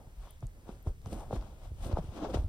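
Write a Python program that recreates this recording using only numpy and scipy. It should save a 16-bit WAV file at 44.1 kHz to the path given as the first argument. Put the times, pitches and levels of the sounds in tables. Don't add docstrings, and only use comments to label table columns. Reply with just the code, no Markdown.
import sys
import numpy as np
from scipy import signal
from scipy.fft import rfft, irfft
from scipy.io import wavfile
from scipy.ndimage import uniform_filter1d

SR = 44100
rng = np.random.default_rng(int(sys.argv[2]) if len(sys.argv) > 2 else 0)


def pcm_store(signal):
    levels = np.round(np.clip(np.atleast_2d(signal), -1, 1) * 32767)
    wavfile.write(sys.argv[1], SR, levels.astype(np.int16).T)


N = 109764
T = np.arange(N) / SR

# (time [s], level [dB])
STIR_LEVELS = [(0, -53), (.6, -53), (1.0, -49), (1.15, -41.5), (1.55, -51.5), (1.9, -39.5), (2.2, -50),
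               (2.49, -35.5)]
# (frequency [Hz], relative level [dB])
MATTRESS_SPECTRUM = [(12, -20), (25, 3), (55, -1.5), (90, -5), (140, -12), (250, -29), (500, -33),
                     (1500, -69.5)]
AIR_SPECTRUM = [(100, 0), (300, -1), (700, -12), (1200, -9), (2000, -8.5), (4000, -16), (6500, -14.5),
                (9000, -15.5), (14800, -17), (16000, -13)]
# (peak time [s], rise [s], fall [s], drag [dB], scrape [dB], swish [dB], fur [dB])
SHEET_STROKES = [(0.005, 0.09, 0.21, -60, -62.5, -82, -77), (0.255, 0.2, 0.19, -71, -62.5, -68, -72.5),
                 (0.432, 0.024, 0.049, -51.5, -58, -69.5, -79), (0.590, 0.25, 0.16, -66, -68.5, -86, -94),
                 (0.693, 0.036, 0.032, -50.5, -49.5, -66, -73), (0.725, 0.16, 0.15, -59, -60.5, -70, -74),
                 (0.876, 0.028, 0.054, -47, -51, -63.5, -65), (1.072, 0.051, 0.061, -56, -57, -65, -66),
                 (1.13, 0.063, 0.1, -42.5, -51, -59.5, -58), (1.208, 0.13, 0.12, -56.5, -54, -65.5, -64.5),
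                 (1.334, 0.047, 0.07, -40, -46.5, -58, -62.5), (1.359, 0.026, 0.042, -48, -49, -56.5, -62),
                 (1.425, 0.17, 0.3, -57, -56, -67.5, -74), (1.648, 0.1, 0.1, -67, -57, -66.5, -70),
                 (1.845, 0.082, 0.081, -70, -50.5, -57, -58), (1.866, 0.033, 0.074, -43.5, -48, -61, -59),
                 (1.926, 0.085, 0.033, -40.5, -45, -59, -82), (1.985, 0.062, .03, -44.5, -40, -59, -66.5),
                 (2.039, 0.15, 0.33, -59.5, -58, -67, -70.5),
                 (2.173, 0.092, 0.13, -44.5, -47.5, -58.5, -67.5),
                 (2.245, 0.067, 0.072, -39, -38, -54.5, -71), (2.304, 0.035, 0.076, -43, -49, -60.5, -65),
                 (2.344, 0.014, 0.034, -32.5, -35.5, -45.5, -55),
                 (2.376, 0.028, 0.13, -46.5, -50, -62, -65.5)]
# (frequency [Hz], relative level [dB])
DRAG_SPECTRUM = [(100, -58), (180, -2), (310, -5.5), (430, -9.5), (560, -10), (720, -25), (1100, -76),
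                 (2000, -95)]
SCRAPE_SPECTRUM = [(350, -7.5), (600, 1), (800, 0), (1050, -7), (1350, -10), (1650, -18), (1950, -35),
                   (3000, -77)]
SWISH_SPECTRUM = [(1200, -8), (2000, -3.5), (2700, -2.5), (3400, -1), (4400, -6.5), (5600, -6.5),
                  (7300, -12), (9500, -29.5), (16000, -41)]
FUR_SPECTRUM = [(3000, -36), (5500, -3.5), (7300, -2), (9000, 1), (14800, -10.5), (15800, -22)]
# (peak time [s], half length [s], level [dB], pitch [Hz], bandwidth [Hz])
CLAW_ZIPS = [(0.008, .022, -61, 740, 200), (0.258, .04, -63, 1050, 400), (0.308, 0.054, -71.5, 3400, 594),
             (1.208, 0.062, -50, 720, 380)]
# (time [s], level [dB], first pitch [Hz], last pitch [Hz], swell [s])
MATTRESS_THUMPS = [(0.069, -45, 139, 50.4, 0.007), (0.171, -35.5, 45, 42.8, .022),
                   (0.228, -39, 57, 38, 0.012), (0.427, -32.5, 120, 117, .012),
                   (0.444, -32, 50, 35.1, 0.019), (0.692, -36, 247, 146, 0.0036),
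                   (0.706, -39.5, 61, 37, .018), (0.87, -22.5, 103, 36.5, 0.0069),
                   (0.890, -27, 49.6, 32, 0.013), (1.061, -33.5, 119, 65, 0.0077),
                   (1.118, -32.5, 81, 45, 0.011), (1.179, -35.5, 68, 44.4, 0.011),
                   (1.252, -53, 55, 40.2, 0.025), (1.329, -29.5, 164, 59, 0.0083),
                   (1.361, -27.5, 60, 44.5, 0.021), (1.660, -38, 42, 33.7, .016),
                   (1.709, -32, 90, 57.6, 0.012), (1.756, -41, 65, 50, 0.023), (1.816, -29, 50, 32, 0.016),
                   (1.86, -29.5, 62, 38, 0.0071), (1.933, -18.5, 80.4, 44.6, 0.0066),
                   (1.985, -29.5, 199, 130, 0.0077), (2.036, -39, 190, 45, .012),
                   (2.085, -30.5, 100, 65.5, 0.0072), (2.290, -42, 45, 35, 0.018),
                   (2.355, -24, 114, 42, 0.0069), (2.38, -23.5, 68.6, 53.7, 0.015),
                   (2.443, -24.5, 70.5, 37.4, 0.0063)]
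# (time [s], level [dB], pitch at the peak [Hz], swell [s])
PAW_PATS = [(0.0703, -53, 716, .0012), (0.271, -48.5, 896, 0.0019), (0.4268, -39.5, 740, 0.00092),
            (0.6907, -35, 520, 0.0015), (0.864, -37, 362, 0.002), (0.8701, -35, 724, 0.0016),
            (1.060, -39, 850, .0013), (1.073, -38, 330, 0.0024), (1.128, -32.5, 432, 0.0017),
            (1.3087, -29, 640, 0.0017), (1.3285, -24, 620, .0015), (1.3638, -36, 850, .0013),
            (1.424, -45.5, 877, 0.0026), (1.717, -44, 324, .002), (1.927, -34.5, 570, 0.0017),
            (1.9707, -24.5, 745, 0.00162), (1.985, -30.5, 574, 0.0028), (2.039, -43.5, 398, 0.0032),
            (2.342, -28, 504, 0.00353), (2.371, -28.5, 610, 0.001)]
# (time [s], level [dB], pitch [Hz], half bandwidth [octaves])
CLAW_TICKS = [(0.3065, -47.5, 10130, 0.066), (0.3087, -48, 12800, 0.18), (0.407, -51.5, 6500, 0.47),
              (0.4684, -46.5, 7800, 0.3), (0.827, -53.5, 13700, .1), (1.017, -58, 5500, .6),
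              (1.0598, -43, 3600, 1), (1.1305, -41, 3000, 1.2), (1.197, -49, 5000, 0.96),
              (1.4118, -48.5, 2800, 1), (1.927, -46, 3650, 0.42), (1.984, -60, 4000, 1.1)]
# (peak time [s], half length [s], level [dB], pitch [Hz], glide [octaves/s])
SHEET_CREAKS = [(2.234, .019, -34.5, 309.5, -2.5), (2.261, .017, -37.5, 435, -5),
                (2.302, .011, -37, 519, -2.5), (2.309, .011, -40.5, 313, -4)]

TREBLE_LAG_S, THUMP_LAG_S = 0.000223, 0.00027
SCRAPE_LEFT_DB = 4


def from_db(db):
    return 10 ** (np.asarray(db) / 20)


def unit_rms(x):
    return x / np.sqrt(np.mean(x ** 2) + 1e-20)


def colour(x, spectrum):
    hz, db = np.transpose(spectrum)
    bin_hz = np.maximum(np.arange(N // 2 + 1) * SR / N, 1)
    gain = from_db(np.interp(np.log(bin_hz), np.log(hz), db))
    return unit_rms(irfft(rfft(x) * gain, N))


def band(x, low_hz, high_hz):
    edges_hz = [max(low_hz, 20), min(high_hz, .45 * SR)]
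    return signal.sosfilt(signal.butter(2, edges_hz, "band", fs=SR, output="sos"), x + 1e-18)


def pan(x, left_db):
    return x * from_db(np.array([[1], [-1]]) * left_db / 2)


def widen(pair, side_db):
    return unit_rms(pair[0] + from_db(side_db) * pair[1] * np.array([[1], [-1]]))


def lag_left(left, right, lag_s):
    return np.array([np.interp(T - lag_s, T, left), right])


def friction(spectrum, per_s, spread_db, side_db):
    sizes = from_db(spread_db * np.minimum(rng.exponential(1, (2, N)), 4))
    slips = (rng.random((2, N)) < per_s / SR) * sizes * rng.choice([-1, 1], (2, N))
    return widen(colour(slips, spectrum), side_db)


def wave(hz, age):
    return np.sin(2 * np.pi * np.cumsum(hz * (age > 0)) / SR) * (age * np.exp(1 - age)) ** 2


def mattress_stir():
    rumble = widen(colour(rng.standard_normal((2, N)), MATTRESS_SPECTRUM), side_db=-14.5)
    return from_db(np.interp(T, *np.transpose(STIR_LEVELS))) * rumble


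def room_air():
    air = from_db(-66) * widen(colour(rng.standard_normal((2, N)), AIR_SPECTRUM), side_db=-6.5)
    return lag_left(*air, TREBLE_LAG_S)


def sheet_strokes():
    power = np.zeros((4, N))
    for s, rise, fall, *levels_db in SHEET_STROKES:
        shape_db = -20 * np.maximum((s - T) / rise, (T - s) / fall)
        power += from_db(np.array(levels_db)[:, None] + np.maximum(shape_db, -200)) ** 2
    drag, scrape, swish, fur = np.sqrt(power)
    drag = drag * friction(DRAG_SPECTRUM, per_s=1800, spread_db=2.5, side_db=-31)
    scrape = scrape * friction(SCRAPE_SPECTRUM, per_s=1800, spread_db=2.5, side_db=-8)
    swish = swish * friction(SWISH_SPECTRUM, per_s=9000, spread_db=4, side_db=-2.5)
    fur = fur * friction(FUR_SPECTRUM, per_s=9000, spread_db=4, side_db=-21.5)
    treble = pan(swish, left_db=10.5) + pan(fur, left_db=1.5)
    return pan(drag, left_db=-2) + pan(scrape, SCRAPE_LEFT_DB) + lag_left(*treble, TREBLE_LAG_S)


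def claw_zips():
    out = np.zeros(N)
    for s, half, db, hz, width in CLAW_ZIPS:
        threads = unit_rms(band(rng.standard_normal(N), hz - width / 2, hz + width / 2))
        out += from_db(db) * np.exp(-((T - s) / half) ** 2) * threads
    return pan(out, SCRAPE_LEFT_DB)


def mattress_thumps(settle_s=0.016):
    out = np.zeros(N)
    for s, db, first_hz, last_hz, swell in MATTRESS_THUMPS:
        t = np.maximum(T - s, 0)
        pitch = last_hz + (first_hz - last_hz) * np.exp(-t / settle_s)
        out += from_db(db) * wave(pitch, t / swell)
    return lag_left(out, out, THUMP_LAG_S)


def paw_pats(fall_octaves=1.69, muffle_hz=1900):
    out = np.zeros(N)
    for s, db, hz, swell in PAW_PATS:
        age = np.maximum(T - s, 0) / swell
        pitch = hz * 2 ** (-fall_octaves * (age - 1) / 2)
        out += from_db(db) * wave(pitch, age)
    cloth = signal.butter(6, muffle_hz, fs=SR, output="sos")
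    return pan(signal.sosfiltfilt(cloth, out + 1e-18), left_db=1.5)


def claw_ticks(decay_s=.0007):
    out = np.zeros(N)
    for s, db, hz, octaves in CLAW_TICKS:
        burst = rng.standard_normal(N) * (T >= s) * np.exp(-np.abs(T - s) / decay_s)
        tick = band(burst, hz / 2 ** octaves, hz * 2 ** octaves)
        out += from_db(db) * tick / np.abs(tick).max()
    return pan(out, left_db=6.5)


def sheet_creaks(jitter_depth=0.0598, jitter_s=0.00375):
    out = np.zeros(N)
    for s, half, db, hz, glide in SHEET_CREAKS:
        jitter = unit_rms(uniform_filter1d(rng.standard_normal(N), int(jitter_s * SR)))
        octaves = glide * np.clip(T - s, -2 * half, 2 * half)
        pitch = hz * 2 ** octaves * (1 + jitter_depth * jitter)
        envelope = from_db(db) * np.exp(-((T - s) / half) ** 2)
        out += envelope * np.sin(2 * np.pi * np.cumsum(pitch) / SR)
    return out


def scene():
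    blows = mattress_thumps() + paw_pats()
    rubbing = sheet_strokes() + sheet_creaks()
    claws = claw_zips() + claw_ticks()
    return blows + rubbing + claws + mattress_stir() + room_air()


def record(dry):
    return signal.sosfilt(signal.cheby2(16, 60, 16473, fs=SR, output="sos"), dry)


dry = scene()
out = record(dry)
pcm_store(out)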